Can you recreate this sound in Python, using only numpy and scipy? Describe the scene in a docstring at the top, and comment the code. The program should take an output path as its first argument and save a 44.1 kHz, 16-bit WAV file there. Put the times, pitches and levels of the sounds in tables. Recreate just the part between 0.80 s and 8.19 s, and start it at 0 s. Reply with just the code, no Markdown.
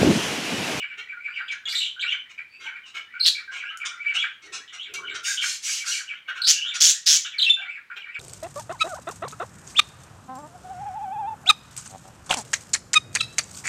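"""Caged budgerigars in a small room.

Gliding warble syllables and peeps (rough near-sine tones) ring the resonances of the cage corner.
Clucks and raspy scolding are noise gated by uneven puffs; shuffles and taps are coloured noise.
A close bird whistles (wavering tones) and squawks (pulsed chaotic tone and noise).
Noise-tail reverb gives the short room ring; filtered noise gives the still air."""
import sys
import numpy as np
from scipy import signal
from scipy.fft import rfft, irfft
from scipy.io import wavfile

SR = 44100
rng = np.random.default_rng(int(sys.argv[2]) if len(sys.argv) > 2 else 0)


def unload_wav(signal):
    """Save mono or channel-first audio to the path in sys.argv[1] as 16-bit WAV at rate SR, clipped to [-1, 1]."""
    wavfile.write(
        sys.argv[1],
        SR,
        np.round(np.clip(np.atleast_2d(signal).T, -1, 1) * 32767).astype(np.int16),
    )


N = 325899

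# Levels of events are source levels, ahead of any later colouring and room.
# Still room air, spectrum: hz, gain_db
AIR_SPECTRUM = [(20, -32), (45, -23), (65, -9.5), (100, -9.5), (300, -10.5), (700, -16), (2000, -3.5),
                (6000, -23), (16000, -32.5)]
# Birds shuffling on the perches: start_s, length_s, level_db
SHUFFLES = [(1.769, 0.11, -65), (3.621, 0.2, -57.5), (4.068, 0.329, -54)]
# Shuffle spectrum: hz, gain_db
SHUFFLE_SPECTRUM = [(40, -15), (100, 0.5), (260, 1.5), (400, 14), (580, 0.5), (750, -6), (1500, -32)]
# Beak and claw taps on the cage: start_s, level_db
TAPS = [(2.973, -33.5), (4.139, -29)]
# Tap spectrum: hz, gain_db
TAP_SPECTRUM = [(100, -46), (1500, -19), (3600, -1), (7000, 6), (12000, -2), (16000, -14)]
# Clucks: start_s, length_s, throat_db, edge_db
CLUCKS = [(0.173, 0.028, -33.5, -46), (0.71, 0.014, -55, -36.5), (0.863, 0.025, -31.5, -50),
          (1.492, 0.024, -43, -50), (1.797, 0.068, -40.5, -51), (2.054, 0.044, -49, -50),
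          (2.141, 0.041, -31.5, -45), (2.711, 0.074, -37.5, -45), (3.05, 0.015, -28, -25),
          (3.337, 0.03, -29, -33), (3.616, 0.052, -49, -51), (3.721, .048, -38.5, -34),
          (3.923, 0.0354, -39, -43), (4.137, 0.0094, -34, -26), (4.341, 0.018, -32.5, -31),
          (5.476, 0.026, -33, -52), (5.549, 0.037, -35.5, -46.5), (5.937, .025, -56.5, -26),
          (7.16, 0.014, -30, -51)]
# Hollow throat of a cluck, spectrum: hz, gain_db
THROAT_SPECTRUM = [(70, -51), (450, -13.5), (900, -12), (1450, 6.5), (1900, -6), (2300, 9), (2600, 2),
                   (3000, 7), (4200, -8), (6000, -33.5)]
# Sharp edge of a cluck, spectrum: hz, gain_db
EDGE_SPECTRUM = [(100, -43), (1500, -5.5), (3600, 9.5), (4800, -1.5), (6200, 1), (7600, -3.5),
                 (9500, -11.5), (16000, -49)]
# Raspy scolding: start_s, length_s, level_db
RASPS = [(0.86, 0.24, -44), (4.428, 0.15, -24.5), (4.598, 0.19, -27.5), (4.815, 0.22, -27.5),
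         (5.04, 0.18, -26.5)]
# Scolding spectrum: hz, gain_db
RASP_SPECTRUM = [(150, -70), (800, -32), (1400, -6.5), (2700, 3.5), (4500, 5), (6500, 8.5), (7500, 5),
                 (8400, -0.5), (10500, -7.5), (16000, -24.5)]
# Warble syllables, arches of pitch: top_time_s, climb_s, fall_s, top_hz, climb_db, fall_db
SYLLABLES = [ (.006, 0.0067, 0.044, 2900, -27.5, -29), (0.289, .016, .058, 2386, -35, -37),
             (.44, .068, 0.052, 2560, -43.5, -32.5), (.553, 0.048, 0.065, 3104, -39.5, -28.5),
             (.684, 0.0036, .055, 3243, -28, -29.5), (1.218, 0.024, 0.034, 3886, -26.5, -22.5),
             (1.312, .048, 0.041, 3383, -24.5, -25), (1.581, 0.0037, 0.0178, 2310, -37, -27.5),
             (1.864, 0.0033, 0.035, 3104, -29, -31), (1.955, .012, 0.023, 2423, -41, -32.5),
             (2.555, 0.0071, 0.062, 2416, -34, -36), (2.79, 0.086, .055, 2592, -38, -31.5),
             (2.91, 0.069, 0.024, 3100, -35.5, -39), (3.007, 0.0052, 0.045, 2474, -28, -29.5),
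             (3.24, .065, 0.021, 2600, -37, -32.5), (3.284, 0.027, 0.045, 2797, -30, -26),
             (3.413, 0.064, .042, 3556, -23, -24), (4.035, 0.055, 0.055, 3557, -35, -42.5),
             (4.276, 0.0055, .048, 3050, -32, -34.5), (4.449, 0.0046, 0.029, 3050, -26, -28),
             (4.616, .005, 0.029, 2743, -39, -22), (4.965, 0.017, 0.13, 3276, -39, -37.5),
             (5.124, 0.011, 0.094, 3100, -28, -33.5), (5.287, .014, 0.053, 3225, -37.5, -32),
             (5.9, 0.09, 0.077, 3656, -27, -34.5), (6.52, 0.0044, 0.085, 3320, -35.5, -37),
             (6.804, 0.039, 0.064, 3200, -43.5, -34.5), (6.925, 0.06, 0.068, 2700, -34, -36.5),
             (7.218, .005, 0.063, 3140, -51.5, -38), (7.343, 0.067, 0.028, 2800, -43.5, -30)]
# Peeps, notes held near one pitch: start_s, length_s, pitch_hz, level_db, roughness
PEEPS = [ (0.087, 0.057, 2202, -39.5, 1.03), (0.5, .22, 4740, -55, 0.04), (0.752, 0.027, 1653, -42, 0),
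         (0.855, 0.031, 3390, -28, 0.12), (0.884, 0.053, 4790, -26, 0.54),
         (0.924, 0.029, 2071, -28.5, 0.46), (0.948, 0.058, 3844, -25.5, 0.49),
         (1.005, 0.064, 3085, -27, 0.51), (1.321, 0.017, 2957, -23.5, 0.07), (1.697, 0.14, 4650, -54, 0.01),
         (1.857, 0.023, 909, -39, 0), (2.339, .045, 1528, -41.5, 0.29), (2.323, 0.087, 2320, -43.5, 0.65),
         (2.677, 0.087, 1600, -40.5, 0.14), (2.837, 0.084, 1623, -42, 0.16),
         (2.905, 0.068, 1313, -43, 0.03), (3.088, 0.1, 1390, -46.5, 0.4), (3.878, 0.037, 3170, -45, 0.64),
         (4.158, .03, 2316, -42.5, 0), (4.182, 0.03, 1128, -39, 0.32), (4.22, 0.042, 1430, -40.5, 0.47),
         (4.297, 0.035, 3660, -43, 0.36), (4.31, 0.067, 1598, -39.5, 0.97),
         (4.397, 0.048, 1406, -46.5, 0.1), (4.479, 0.045, 1597, -30.5, 0.11),
         (4.573, 0.035, 3080, -23, 0.3), (4.873, 0.028, 2204, -34, 0.98), (5.039, 0.04, 1400, -42.5, .8),
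         (5.483, 0.034, 1622, -30, .8), (5.562, 0.05, 1479, -41, 0.26), (5.724, 0.069, 2758, -29, 0.31),
         (5.839, 0.084, 1710, -44, 0.76), (6.447, 0.025, 3166, -30, 0.57), (6.449, 0.019, 1552, -38, 0.77),
         (6.784, 0.05, 756, -43.5, 0.34), (6.793, 0.038, 1566, -43, .65), (7.1, 0.024, 1588, -35, 0.82)]
# Ringing resonances of the cage corner: hz, width_hz, gain_db
CORNER_MODES = [(1467, 226, 5), (2310, 78, 3.5), (2940, 260, -3.5), (3820, 780, -4)]
# Warble spectrum, after the corner: hz, gain_db
WARBLE_SPECTRUM = [(40, -56), (300, -40), (700, -2.5), (1300, -1), (3500, 3), (5000, -3.5), (6500, 1),
                   (7600, 16.5), (9300, -15.5), (12000, 9.5), (15000, -7.5)]
# Close bird's whistles, one list of breakpoints each: time_s, pitch_hz, level_db, roughness
WHISTLES = [
    [(2.397, 5240, -35, 0.16), (2.404, 4013, -23.5, 0.1), (2.413, 4206, -13.5, .05),
     (2.42, 4410, -33, 0.27), (2.435, 4260, -14.5, 0.14), (2.444, 4340, -26, 0.59), (2.46, 4016, -17, 0.9)],
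    [(5.618, 4090, -18, 0.42), (5.623, 4390, -21, .03), (5.635, 4200, -28.5, 0.31),
     (5.647, 3660, -17.5, 0.42), (5.66, 4680, -22, 0.33), (5.685, 4880, -26, 0.8)],
    [(6.582, 4650, -33.5, 0), (6.589, 4146, -18, 0.04), (6.6, 3450, -21.5, 0.4), (6.623, 3950, -16.5, 0.22),
     (6.636, 3220, -15.5, 0.36), (6.656, 3450, -21, 0.54), (6.668, 2636, -16.5, 0.07),
     (6.692, 2740, -18.5, 0.22), (6.7, 3400, -24, .2)],
    [(6.695, 3580, -18.5, .05), (6.706, 3492, -8.5, 0.12), (6.718, 3504, -31, 0.09), (6.745, 3530, -22, 0),
     (6.763, 3540, -42, 0.1)],
]
# Whistle spectrum: hz, gain_db
WHISTLE_SPECTRUM = [(60, -21), (1000, 3), (2500, -1), (15000, 1)]
# Squawks: start_s, length_s, rise_s, first_beak_hz, last_beak_hz, level_db
SQUAWKS = [(2.461, 0.035, 0.00036, 4300, 4216, -12.5), (5.666, .058, 0.038, 4404, 7010, -9.5),
           (6.003, .12, .01, 5606, 6915, -11), (6.259, 0.12, 0.022, 5250, 6535, -11.5)]
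# Squawk spectrum: hz, gain_db
SQUAWK_SPECTRUM = [(100, -47.5), (900, -34), (1500, -11), (2500, -8), (3300, 2.5), (5000, -2.5),
                   (7000, -1.5), (7700, -6), (11000, -15.5), (15500, -22)]

ROOM_T60_S, ROOM_TREBLE_T60_S, ROOM_SPLIT_HZ = 0.32, 0.2, 6000
TOP_HZ = 15900
CORNER_DIRECT_DB = -10.5
BEAK_HZ, BEAK_SPREAD_OCTAVES = 5900, .1  # cluck edge resonance, redrawn per cluck
SQUAWK_PULSE_HZ, SQUAWK_SAG_DB_PER_S = 163.5, 50

# Every note
QUAVER_PER_S, QUAVER_OCTAVES, QUAVER_DB = 99.1, .025, 2
# Syllable climb: widest and fastest; bend 1 = even glide
CLIMB_MAX_OCTAVES, CLIMB_MAX_OCTAVES_PER_S, CLIMB_BEND = .42, 17.5, .9
# Catch of the voice at the top, then attack of the fall
CATCH_S, CATCH_DB, FALL_ATTACK_S = .012, 3.5, 0.0027
# Pitch shelf in the fall, between these shares of its length
SHELF_HZ, SHELF_REACHED, SHELF_LEFT, SHELF_SAG_OCTAVES = 2406, .2, .54, 0.141
FALL_TO_HZ, FALL_FADE_DB = 1468.5, 7
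STEADY_ROUGH, ROUGH_PER_OCTAVE_PER_S, END_ROUGH = .17, 0.007, 0.61
PEEP_SLIDE_OCTAVES = 0.056
# Faint random peeps
MURMUR_PER_S, MURMUR_DB, MURMUR_SPREAD_DB = 7.5, -46, 2
MURMUR_LOW_HZ, MURMUR_HIGH_HZ, MURMUR_S = 1384, 3016, .05
MURMUR_SLIDE_OCTAVES, MURMUR_ROUGH = .35, .2


def undb(db):
    """Decibels to gain."""
    return 10 ** (np.asarray(db) / 20)


def unit(x):
    """Scale to rms 1."""
    return x / np.sqrt(np.mean(x ** 2) + 1e-18)


def add(track, start_s, x):
    """Mix a sound into a track at a given time."""
    i = int(np.clip(start_s * SR, 0, N - 1))
    track[i:i + len(x)] += x[:N - i]


def colour(x, spectrum):
    """Minimum-phase filter through (hz, gain_db) points, by folding the cepstrum."""
    size = 2048
    hz, db = np.transpose(spectrum)
    log_axis = np.log(np.fft.rfftfreq(size, 1 / SR) + 1)
    log_gain = np.log(undb(np.interp(log_axis, np.log(hz), db)))
    cepstrum = irfft(log_gain)
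    cepstrum[1:size // 2] *= 2
    cepstrum[size // 2 + 1:] = 0
    impulse = irfft(np.exp(rfft(cepstrum)))
    return signal.fftconvolve(x, impulse)[:len(x)]


def noise(count):
    """Fresh white noise, up to half a second."""
    return rng.standard_normal(SR // 2)[:count]


def wander(t, rate_hz):
    """Random line with a new normal value `rate_hz` times a second."""
    return np.interp(t * rate_hz, np.arange(SR // 2), noise(SR // 2))


def clock(length_s):
    """Sample times of one sound, held to 5-450 ms."""
    return np.arange(int(np.clip(length_s, .005, .45) * SR)) / SR


def swell(t, rise_s, fall_s):
    """Quarter-sine opening and closing."""
    opening = np.sin(np.pi / 2 * np.clip(t / rise_s, 0, 1))
    closing = np.sin(np.pi / 2 * np.clip((t[-1] - t) / fall_s, 0, 1))
    return opening * closing


def ring(x, hz, q):
    """Single resonance."""
    return signal.lfilter(*signal.iirpeak(hz, q, fs=SR), x)


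def syrinx(t, hz, rough, second_db, third_db):
    """Nearly pure tone; roughness shakes the membrane in pitch and strength, giving a hoarse skirt."""
    shake = .13 * wander(t, 480) + .16 * wander(t, 1900)
    phase = 2 * np.pi * np.cumsum(hz * np.exp(rough * shake)) / SR
    tone = np.sin(phase) + undb(second_db) * np.sin(2 * phase)
    tone = tone + undb(third_db) * np.sin(3 * phase) * (3 * hz < SR / 2)
    tremor = np.exp(.6 * rough * wander(t, 330)) + .6 * rough * wander(t, 1600)
    return unit(tone * tremor)


def buzz(t, rate_hz, jitter, open_share, leak):
    """Uneven train of sharp puffs as the syrinx slaps open and shut."""
    cycle = np.cumsum(rate_hz * np.exp(jitter * wander(t, rate_hz))) / SR
    puff = np.exp(-(cycle % 1) / open_share) + leak
    return unit(puff * undb(1.3 * wander(t, rate_hz)))


def nearby(x, count=3):
    """Random reflections 0.5-5 ms late off objects next to the bird; energy is kept."""
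    out = np.pad(x, (0, SR // 200))
    for lag in rng.integers(SR // 2000, SR // 200, count):
        out[lag:lag + len(x)] += .45 * x
    return out * np.sqrt(np.sum(x ** 2) / np.sum(out ** 2))


def room(x, wet_db):
    """Direct sound, sparse early echoes and a dense tail whose treble dies sooner."""
    t = np.arange(SR) / SR
    scatter = rng.standard_normal(SR) * np.clip((t - .003) / 0.0094, 0, 1)
    echoes = rng.standard_normal(SR) * (rng.random(SR) < 700 / SR) * (t > .002)
    scatter += 13 * echoes * np.exp(-t / 0.02)  # the nearest walls answer first and strongest
    low = signal.sosfilt(signal.butter(2, ROOM_SPLIT_HZ, fs=SR, output="sos"), scatter)
    high = signal.sosfilt(signal.butter(2, ROOM_SPLIT_HZ, "high", fs=SR, output="sos"), scatter)
    low_tail = low * np.exp(-np.log(1000) * t / ROOM_T60_S)
    high_tail = high * np.exp(-np.log(1000) * t / ROOM_TREBLE_T60_S)
    impulse = unit(low_tail - high_tail) / np.sqrt(SR)
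    wet = undb(wet_db)
    return (x + wet * signal.fftconvolve(x, impulse)[:N]) / np.hypot(1, wet)


def still_air():
    """Steady room air: filtered white noise."""
    return undb(-61.5) * unit(colour(rng.standard_normal(N), AIR_SPECTRUM))


def shuffles():
    """Birds moving on the perches: dull noise with a random flutter."""
    out = np.zeros(N)
    for start_s, length_s, level_db in SHUFFLES:
        t = clock(length_s)
        rustle = unit(colour(noise(len(t)), SHUFFLE_SPECTRUM)) * undb(1.5 * wander(t, 40))
        add(out, start_s, undb(level_db) * swell(t, 0.046, 0.047) * rustle)
    return out


def taps():
    """Bright taps on the cage wire: noise with a 2.1 ms decay."""
    out = np.zeros(N)
    for start_s, level_db in TAPS:
        t = clock(.03)
        strike = unit(colour(noise(len(t)), TAP_SPECTRUM))
        add(out, start_s, undb(level_db) * np.exp(-t / 0.0021) * strike)
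    return out


def clucks():
    """Short dry noise buzzes: a hollow throat plus a sharp edge that rings in the beak."""
    out = np.zeros(N)
    for start_s, length_s, throat_db, edge_db in CLUCKS:
        t = clock(length_s)
        beak_hz = BEAK_HZ * 2 ** (BEAK_SPREAD_OCTAVES * rng.standard_normal())
        puffs = noise(len(t)) * buzz(t, 210, jitter=.2, open_share=0.41, leak=.03)
        throat = unit(colour(puffs, THROAT_SPECTRUM))
        edge = colour(puffs, EDGE_SPECTRUM)
        edge = unit(edge + undb(-1.5) * ring(edge, beak_hz, q=8))
        voice = undb(throat_db) * throat + undb(edge_db) * edge
        add(out, start_s, nearby(swell(t, 0.004, 0.006) * voice))
    return out


def rasps():
    """Hoarse scolding: swelling hiss with a fast, irregular flutter."""
    out = np.zeros(N)
    for start_s, length_s, level_db in RASPS:
        t = clock(length_s)
        flutter = buzz(t, 280, jitter=0.56, open_share=0.64, leak=0.41)
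        hiss = unit(colour(noise(len(t)) * flutter, RASP_SPECTRUM))
        add(out, start_s, undb(level_db) * nearby(swell(t, 0.052, 0.17) * hiss))
    return out


def note(t, hz, db, rough):
    """Soft quavering note; high, loud notes are richer in overtones."""
    effort_db = 13 * np.log2(np.mean(hz) / 3000) + 0.084 * (np.mean(db) + 39.0)
    hz = hz * 2 ** (QUAVER_OCTAVES * wander(t, QUAVER_PER_S))
    strength = undb(db + QUAVER_DB * wander(t, QUAVER_PER_S)) * swell(t, 0.00057, 0.0037)
    return strength * syrinx(t, hz, rough, second_db=effort_db - 20, third_db=effort_db - 32)


def peep(length_s, hz, db, rough, slide_octaves):
    """Held note with a slight glide, centred on its pitch."""
    t = clock(length_s)
    return note(t, hz * 2 ** (slide_octaves * (t / t[-1] - .5)), db, rough)


def syllable(climb_s, fall_s, top_hz, climb_db, fall_db):
    """Pitch climbs, catches, moves with a fresh push onto a shelf, breaks off low; fast glides are hoarse."""
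    t = clock(climb_s + fall_s)
    up = np.clip(t / climb_s, 0, 1)
    down = np.clip((t - climb_s) / fall_s, 0, 1)
    climb_octaves = min(CLIMB_MAX_OCTAVES, CLIMB_MAX_OCTAVES_PER_S * climb_s)
    fall_octaves = np.log2(top_hz / FALL_TO_HZ)

    fall_hz = [top_hz, SHELF_HZ, SHELF_HZ / 2 ** SHELF_SAG_OCTAVES, FALL_TO_HZ]
    hz = np.interp(down, [0, SHELF_REACHED, SHELF_LEFT, 1], fall_hz)
    hz = hz * 2 ** (climb_octaves * (up ** CLIMB_BEND - 1))

    db = np.interp(t - climb_s, [-CATCH_S, 0, FALL_ATTACK_S], [climb_db, climb_db - CATCH_DB, fall_db])
    db = db - FALL_FADE_DB * down ** 2

    octaves_per_s = np.where(t < climb_s, climb_octaves / climb_s, fall_octaves / fall_s)
    rough = STEADY_ROUGH + ROUGH_PER_OCTAVE_PER_S * octaves_per_s + END_ROUGH * down ** 2
    return note(t, hz, db, rough)


def murmur():
    """Faint peeps from the back of the cage, one at a random moment of each slot."""
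    out = np.zeros(N)
    draws = rng.random((int(MURMUR_PER_S * N / SR), 4))
    for slot, (when, height, loud, slide) in enumerate(draws):
        hz = MURMUR_LOW_HZ * (MURMUR_HIGH_HZ / MURMUR_LOW_HZ) ** height
        db = MURMUR_DB + MURMUR_SPREAD_DB * (2 * loud - 1)
        slide_octaves = MURMUR_SLIDE_OCTAVES * (2 * slide - 1)
        add(out, (slot + when) / MURMUR_PER_S, peep(MURMUR_S, hz, db, MURMUR_ROUGH, slide_octaves))
    return out


def corner(x):
    """Cage corner: attenuated direct sound plus parallel resonances."""
    modes = sum(undb(db) * ring(x, hz, q=hz / width_hz) for hz, width_hz, db in CORNER_MODES)
    return undb(CORNER_DIRECT_DB) * x + modes


def warble():
    """Flock's syllables and peeps over the murmur, ringing the corner as they pass its resonances."""
    out = murmur()
    for top_time_s, climb_s, *shape in SYLLABLES:
        add(out, top_time_s - climb_s, syllable(climb_s, *shape))
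    for start_s, *shape in PEEPS:
        add(out, start_s, peep(*shape, PEEP_SLIDE_OCTAVES))
    return colour(corner(out), WARBLE_SPECTRUM)


def whistles():
    """Loud wavering tones of the close bird, with a little hiss where rough."""
    out = np.zeros(N)
    for rows in WHISTLES:
        time_s, *columns = np.transpose(rows)
        t = clock(time_s[-1] - time_s[0])
        hz, db, rough = (np.interp(t + time_s[0], time_s, column) for column in columns)
        tone = syrinx(t, hz, rough, second_db=-27, third_db=-38)
        hiss = undb(-28) * rough * noise(len(t))
        add(out, time_s[0], undb(db) * swell(t, 0.0013, 0.0024) * (tone + hiss))
    return colour(out, WHISTLE_SPECTRUM)


def squawks():
    """Harsh sagging pulse trains: each puff holds a chaotic tone at the beak resonance and broad noise."""
    out = np.zeros(N)
    for start_s, length_s, rise_s, first_hz, last_hz, level_db in SQUAWKS:
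        t = clock(length_s)
        hz = np.linspace(first_hz, last_hz, len(t)) * np.exp(0.135 * wander(t, 2500))
        source = np.sin(2 * np.pi * np.cumsum(hz) / SR) + undb(-2.0) * noise(len(t))
        puffs = source * buzz(t, SQUAWK_PULSE_HZ, jitter=.05, open_share=.36, leak=.18)
        rounded = np.tanh(puffs / 2)  # soft limit rounds off the tallest puffs, for a less spiky squawk
        voice = unit(colour(rounded, SQUAWK_SPECTRUM))
        level = undb(level_db - SQUAWK_SAG_DB_PER_S * t)
        add(out, start_s, level * swell(t, rise_s, 0.016) * voice)
    return out


def scene():
    """Still air, the flock deep in the cage (wetter), the close bird in front (drier)."""
    air = still_air()
    flock = room(clucks() + rasps() + shuffles(), wet_db=8.0)
    flock = flock + room(undb(-0.5) * warble(), wet_db=3.5)
    close = room(squawks() + taps(), wet_db=-5) + room(whistles(), wet_db=-4.5)
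    return (air + flock + close)[None]


def record(dry):
    """Steep elliptic low-pass at TOP_HZ."""
    return signal.sosfilt(signal.ellip(10, .2, 70, TOP_HZ, fs=SR, output="sos"), dry)


dry = scene()
out = record(dry)
unload_wav(out)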